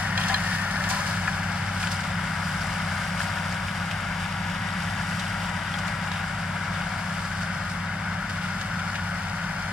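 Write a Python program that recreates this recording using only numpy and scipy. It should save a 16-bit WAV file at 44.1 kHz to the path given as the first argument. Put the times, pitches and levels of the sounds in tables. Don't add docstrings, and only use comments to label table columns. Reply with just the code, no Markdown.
import sys
import numpy as np
from scipy import signal
from scipy.fft import rfft, irfft, next_fast_len
from scipy.io import wavfile
from scipy.ndimage import map_coordinates

SR = 44100
rng = np.random.default_rng(int(sys.argv[2]) if len(sys.argv) > 2 else 0)


def dump_mix(stems):
    frames = np.atleast_2d(stems).T
    limited = np.clip(frames, -1, 1)
    pcm = np.round(limited * 32767).astype(np.int16)
    wavfile.write(sys.argv[1], SR, pcm)


N = 428652


def amp(db):
    return 10 ** (np.asarray(db) / 20)


def unit(x):
    return x / np.sqrt(np.mean(x ** 2) + 1e-20)


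def along(points, hz):
    f, v = np.transpose(points)
    return np.interp(np.log(hz + 1), np.log(f + 1), v)


def curves(rows):
    times_s, *columns = np.transpose(rows)
    return [np.interp(np.arange(N) / SR, times_s, column) for column in columns]


def wobble(rate_hz):
    knots = rng.standard_normal(int(N * rate_hz / SR) + 4)
    return map_coordinates(knots, [np.arange(N) * rate_hz / SR])


def filtered(x, response):
    size = next_fast_len(N + SR // 4)
    return irfft(rfft(x, size) * response(np.fft.rfftfreq(size, 1 / SR)), size)[..., :N]


def add(track, start_s, sound):
    part = track[..., max(round(start_s * SR), 0):][..., :sound.shape[-1]]
    part += sound[..., :part.shape[-1]]


# f/Hz, coherence
PORT_COHERENCE = [(110, 1), (160, .998), (300, 1), (600, 0.69), (1200, 1), (2000, 0.81), (4000, 0.48),
                  (8000, 0.41), (14000, 0.17)]


def spread(pair, spectrum):
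    def response(hz):
        angle = np.arccos(np.clip(along(PORT_COHERENCE, hz), 0, 1)) / 2
        return amp(along(spectrum, hz)) * [np.cos(angle), np.sin(angle)]
    mid, side = filtered(pair, response)
    return unit(np.array([mid + side, mid - side]))


def hum(turns, lines, waver_db, drift_rad, smear=.23):
    out = np.zeros(N)
    for order, db in lines:
        phase = 2 * np.pi * (order * turns - smear * order ** 2) + drift_rad * wobble(5)
        out += np.sqrt(2) * amp(db + waver_db * wobble(4)) * np.sin(phase)
    return out


# shaft order, level/dB
ROTOR_LINES = [(1, -52), (2, -59), (3, -54.5), (4, -49), (5, -57.5), (6, -68)]
BELT_LINES = [(1, -68), (2, -51), (3, -53), (4, -51.5)]


def shaft_hum(cycles):
    rotor = hum(2.864 * cycles, ROTOR_LINES, waver_db=2.5, drift_rad=.16)
    belt = hum(1.704 * cycles, BELT_LINES, waver_db=0, drift_rad=.15)
    fan = hum(10.92 * cycles, [(.99, -42)], waver_db=-.5, drift_rad=.12)
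    return rotor + belt + fan


# engine-cycle order, level/dB
WHINE_LINES = [(31, -66), (34, -63), (36, -55), (38, -61), (43, -54), (47, -54), (49, -53), (51, -53),
               (54.8, -56), (58, -56), (60, -49), (63, -56), (72, -53), (78, -53), (90, -50), (107, -54)]
# t/s, level/dB
MESH_LEVEL = [(0, -67), (2.2, -47), (3.3, -52), (4.2, -56), (4.7, -42), (5.3, -47), (5.9, -45), (6.5, -51),
              (9.72, -50)]


def whine(cycles, path_db):
    mesh_db, = curves(MESH_LEVEL)
    mesh = hum(cycles, [(120, 0)], waver_db=1.5, drift_rad=.3)
    tones = hum(cycles, WHINE_LINES, waver_db=2, drift_rad=.25)
    return amp(1.55 * (path_db - path_db.mean())) * tones + amp(mesh_db) * mesh


# f/Hz, relative density/dB
BLOCK_SPECTRUM = [(200, -33), (430, -27), (490, -15), (560, -10.5), (780, -5), (950, -6), (1130, -6.5),
                  (1430, 1.5), (1720, -1.5), (1860, -7.5), (2150, -4), (2550, -15), (3000, -16.5),
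                  (9000, -49.5)]
# t/s, f/Hz, level/dB
SHEEN_BAND = [(0, 1870, -37.5), (.6, 1807, -34), (1.3, 1655, -44), (2, 1503, -52), (3.5, 1443, -48.5),
              (9.7, 1450, -39)]


def clatter(cycles, path_db, block_db=-30.96, cylinders=6):
    firings = cylinders * cycles
    strength = 1 + .07 * np.cos(2 * np.pi * np.floor(firings) / cylinders)
    knock = unit(strength * (1 + .28 * np.exp(-(firings % 1) / .35)))
    one_cycle = rng.standard_normal(round(N / cycles[-1]))
    repeating = map_coordinates(one_cycle, [cycles % 1 * len(one_cycle)], mode="grid-wrap")
    repeating_lows = filtered(repeating, lambda hz: 1 / (1 + (hz / 900) ** 2))
    rattle = rng.standard_normal((2, N)) + np.outer([1, 0], .5 * repeating_lows)
    block = amp(block_db + path_db) * spread(rattle * knock, BLOCK_SPECTRUM)
    sheen_hz, sheen_db = curves(SHEEN_BAND)
    phase = 2 * np.pi * np.cumsum(sheen_hz) / SR
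    narrow_noise = sum(wobble(210) * wave(phase) for wave in (np.cos, np.sin))
    return block + amp(sheen_db) * unit(narrow_noise) * knock


# engine-cycle order, relative level/dB
EXHAUST_LINES = [(3, -53), (5, -57), (6, -37.5), (7, -47), (9, -49), (10, -39), (11, -42), (12, -39.5),
                 (13, -59), (14, -57), (16, -63), (18, -68), (20, -67), (21, -71)]
# f/Hz, relative density/dB
ROAR_SPECTRUM = [(15, -30), (28, -3), (45, -13.5), (90, 4), (130, 1.5), (185, -1), (225, -4), (280, -12.5),
                 (420, -18.5), (700, -50), (2000, -90)]


def exhaust(cycles, gain_db, throb_db=-32, roar_db=-38.9):
    throb = unit(hum(cycles, EXHAUST_LINES, waver_db=1, drift_rad=.056))
    roar = spread(rng.standard_normal((2, N)), ROAR_SPECTRUM)
    return amp(gain_db) * (amp(throb_db) * throb + amp(roar_db) * roar)


def splinters(count=16000):
    start, pitch, life, phase, size, side = rng.random((6, count, 1))
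    t = np.arange(SR // 400) / SR
    hz = 2000 * 7 ** pitch
    t60_s = .001 + .002 * life
    ticks = amp(12 * size ** 3) * np.sin(2 * np.pi * (hz * t + phase)) * amp(-60 * t / t60_s)
    samples = ((start * N).astype(int) + np.arange(len(t))).ravel()
    pans = np.cos(2 * np.pi * side), np.sin(2 * np.pi * side)
    pair = [np.bincount(samples, (ticks * pan).ravel(), N)[:N] for pan in pans]
    return unit(np.array(pair) * amp(1.5 * wobble(30)))


# t/s, decay/s, extra hiss/dB, extra crunch/dB
BUSH_BITES = [(.19, .2, 4.5, 5), (.27, 0.1, 0.5, 2), (.89, 0.11, 6.5, 8), (1.06, 0.044, 3, 4),
              (1.55, .06, 4, 0), (1.79, .1, 4.5, 3), (1.905, 0.041, 8.5, -2), (3.19, .09, 4, 0),
              (4.19, 0.11, 3, 2), (5.18, .06, 1, 3), (5.775, .05, 3, 4), (5.86, .07, 3, -4),
              (6.125, .07, 1.5, 5), (6.73, 0.083, 1, 7.5), (7.4, .06, 2.5, 3), (7.69, .08, 4.5, 0),
              (8.29, 0.078, 4, 3), (8.41, .07, 2.5, 8), (8.94, .06, 0, 8)]


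def bites_db(attack_s=.012):
    t = np.arange(N) / SR
    extra_db = np.zeros((2, N))
    for start_s, decay_s, twigs_db, stems_db in BUSH_BITES:
        load = np.interp(t - start_s, [0, attack_s, attack_s + decay_s], [0, 1, 0])
        extra_db += np.outer([twigs_db, stems_db], load)
    return extra_db


# t/s, relative level/dB
TWIG_FEED = [(0, -40.5), (.12, -45), (.5, -40), (.7, -42.5), (1.1, -41), (1.6, -46), (1.85, -43.5),
             (2.2, -45.5), (2.5, -43.5), (3.1, -44.5), (4.1, -47.5), (4.7, -47.5), (5.1, -44.5),
             (5.6, -47.5), (6.7, -47.5), (7.25, -45.5), (8.05, -49.5), (8.5, -47), (9.72, -47.5)]
STEM_FEED = [(0, -40.5), (.55, -39.5), (.75, -43.5), (2, -43), (5.7, -42.5), (6.4, -44.5), (8.1, -48),
             (8.4, -46.5), (9.72, -48)]
# f/Hz, relative density/dB
TWIG_SPECTRUM = [(600, -38), (1800, -11), (2900, -3.5), (3600, -6), (4050, -2), (4400, -1), (4900, 1.5),
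                 (5500, -1), (6400, -6.5), (8000, -6.5), (9600, -6.5), (11000, -14.5), (13500, -19.5),
                 (16000, -24)]
STEM_SPECTRUM = [(800, -36), (2000, -6), (2550, -0.5), (2950, 1.5), (3350, -3.5), (3750, -2), (4050, -23),
                 (4700, -13), (7000, -21), (16000, -35)]


def shredding():
    twigs_db, stems_db = np.array(curves(TWIG_FEED) + curves(STEM_FEED)) + bites_db()
    clumps = wobble(22)
    crunch = spread(rng.standard_normal((2, N)) + .5 * splinters(), STEM_SPECTRUM)
    hiss = spread(rng.standard_normal((2, N)) + .49 * splinters(), TWIG_SPECTRUM)
    treble = filtered(hiss, lambda hz: 1 / (1 + (7000 / (hz + 1)) ** 6))
    treble_gain = amp(.11 * (twigs_db - twigs_db.mean()))
    hiss += (treble_gain - 1) * treble
    return amp(stems_db + .49 * clumps) * crunch + amp(twigs_db + 3 + .52 * clumps) * hiss


# t/s, relative level/dB, f/Hz
BRANCH_SNAPS = [(.175, -24.5, 4700), (0.283, -24, 5500), (.710, -27, 4600), (.839, -24, 3200),
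                (.890, -24, 7000), (.899, -24, 6500), (0.906, -21, 5000), (1.829, -24, 3000),
                (1.871, -23, 2600), (2.005, -28, 3500), (2.038, -24, 2000), (3.214, -23, 2100),
                (3.912, -23, 2200), (5.196, -23.5, 3300), (5.787, -29, 3500), (5.880, -25.5, 2400),
                (6.117, -25, 2500), (6.135, -31, 3000), (7.422, -33, 2620), (8.296, -29, 2580),
                (8.612, -26.5, 4190), (8.793, -29, 2800), (8.955, -28, 3800)]


def snaps(t60_s=.059, trim_db=-7.5):
    out, t = np.zeros((2, N)), np.arange(SR // 10) / SR
    hz = np.fft.rfftfreq(len(t), 1 / SR)
    for start_s, db, pitch_hz in BRANCH_SNAPS:
        peak = 1 / (1 + (np.log((hz + 1) / pitch_hz) / .6) ** 2)
        colour = peak / (1 + (hz / 10000) ** 4)
        noise = unit(irfft(rfft(rng.standard_normal((3, len(t)))) * colour, len(t)))
        burst = noise[0] + .83 * noise[1:]
        add(out, start_s, amp(db + trim_db) * amp(-60 * t / t60_s) * burst)
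    return out


# f/Hz, relative level/dB, t60/s
HOOD_MODES = [(776, -0.5, 0.17), (1006.4, -4, 0.19), (1360, -3, 0.035), (1420, -2, .025), (1704, 3, 0.071),
              (1850, 0, .035), (2440, -4.5, 0.06), (3260, -2.5, 0.039), (4090, -0.5, 0.059),
              (4940, -3, 0.032)]
# t/s, relative level/dB, centre f/Hz
HOOD_HITS = [(.177, -14, 2830), (.185, -28, 1010), (0.213, -18.5, 3300), (.237, -24, 3300),
             (.297, -12.5, 1600), (.300, -21, 780), (.318, -22, 780), (.330, -25, 1010),
             (.342, -10.5, 3630), (.344, -13.5, 1580), (.547, -18, 1800), (.914, -20.5, 1010),
             (.936, -24, 1010), (.962, -29, 1010), (1.276, -16.5, 2000), (1.280, -13, 1440),
             (1.829, -21, 2300), (1.837, -16.5, 1400), (3.204, -17, 1500), (5.007, -22, 1700),
             (5.740, -23, 3250), (8.955, -21, 2180)]


def clangs(attack_s=.00025, crack_t60_s=.02, trim_db=-3):
    out, t = np.zeros((2, N)), np.arange(SR // 4) / SR
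    mode_hz, mode_db, t60_s = np.transpose(HOOD_MODES)[..., None]
    for start_s, db, centre_hz in HOOD_HITS:
        octaves_off = np.abs(np.log2(mode_hz / centre_hz))
        strength = amp(mode_db + rng.normal(0, 1, mode_hz.shape) - 22 * octaves_off ** .6)
        wander_rad = mode_hz / 70000 * np.cumsum(rng.standard_normal((len(mode_hz), len(t))), axis=1)
        phase = 2 * np.pi * (mode_hz * t + rng.random(mode_hz.shape)) + wander_rad
        modes = strength * amp(-60 * t / t60_s) * np.sin(phase)
        ring = modes.sum(axis=0) / np.linalg.norm(strength)
        band = signal.butter(1, [centre_hz / 2, centre_hz * 1.5], "bandpass", fs=SR, output="sos")
        noise = signal.sosfilt(np.tile(band, (2, 1)), rng.standard_normal((2, len(t))))
        crack = unit(noise) * amp(-60 * t / crack_t60_s)
        onset = 1 - np.exp(-t / attack_s)
        add(out, start_s, amp(db + trim_db) * (ring + .33 * crack) * onset)
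    return out


# t/s, four-stroke cycle rate/Hz
ENGINE_SPEED = [(0, 16.09), (.8, 16.055), (1.8, 16.085), (2.5, 16.035), (2.95, 15.9), (4, 15.865),
                (4.75, 16.12), (5.5, 16.07), (6.12, 16.08), (6.55, 15.94), (7.56, 15.88), (7.92, 15.96),
                (8.28, 16.135), (8.64, 16.115), (9.05, 15.865), (9.72, 15.77)]
START_M, CREEP_M_PER_S = 14.3, .67
EXHAUST_DB_PER_HZ, AIR_SWELL_DB = 3, .5


def scene():
    cycle_hz, = curves(ENGINE_SPEED)
    cycles = np.cumsum(cycle_hz) / SR
    distance_m = START_M + CREEP_M_PER_S * np.arange(N) / SR
    spreading_db = 20 * np.log10(START_M / distance_m)
    exhaust_gain_db = spreading_db + EXHAUST_DB_PER_HZ * (cycle_hz - cycle_hz.mean())
    path_db = spreading_db + AIR_SWELL_DB * wobble(7)
    tractor = exhaust(cycles, exhaust_gain_db) + clatter(cycles, path_db) + whine(cycles, path_db)
    return tractor + shaft_hum(cycles) + shredding() + snaps() + clangs()


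# f/Hz, left minus right/dB
PORT_BALANCE = [(200, -0.5), (380, 0.5), (550, 9), (900, 9), (1400, 3.5), (2100, 8.5), (3100, 0),
                (4100, -1), (5900, 2), (6900, -11.5), (8000, -8.5), (9500, 0), (12000, -1.5), (13700, -4)]
# f/Hz, left lead/rad
PORT_PHASE = [(40, .02), (170, .1), (300, .6), (520, .7), (1120, -.1), (1980, .2), (2760, -1), (3790, -1.1),
              (4500, -6.2), (6200, -8.6), (8100, -7.6), (15000, -9.5)]
# t/s, left lead/ms
MIC_SWING = [(0, -.03), (.7, -.04), (1.8, 0), (2.6, .02), (4.5, .045), (6, .02), (7.5, -.005), (9.72, -.03)]
BAND_LIMIT_HZ = 15850


def record(dry):
    def ports(hz):
        gain = amp(np.outer([.5, -.5], along(PORT_BALANCE, hz)))
        lead = np.exp(1j * np.outer([.5, -.5], along(PORT_PHASE, hz)))
        return gain / gain.mean(axis=0) * lead * (hz < BAND_LIMIT_HZ)
    lead_ms, = curves(MIC_SWING)
    shift_samples = lead_ms * SR / 1000 / 2
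    swung = [map_coordinates(port, [np.arange(N) + sign * shift_samples], order=5, mode="nearest")
             for port, sign in zip(dry, (1, -1))]
    return filtered(np.array(swung), ports)


dry = scene()
out = record(dry)
dump_mix(out)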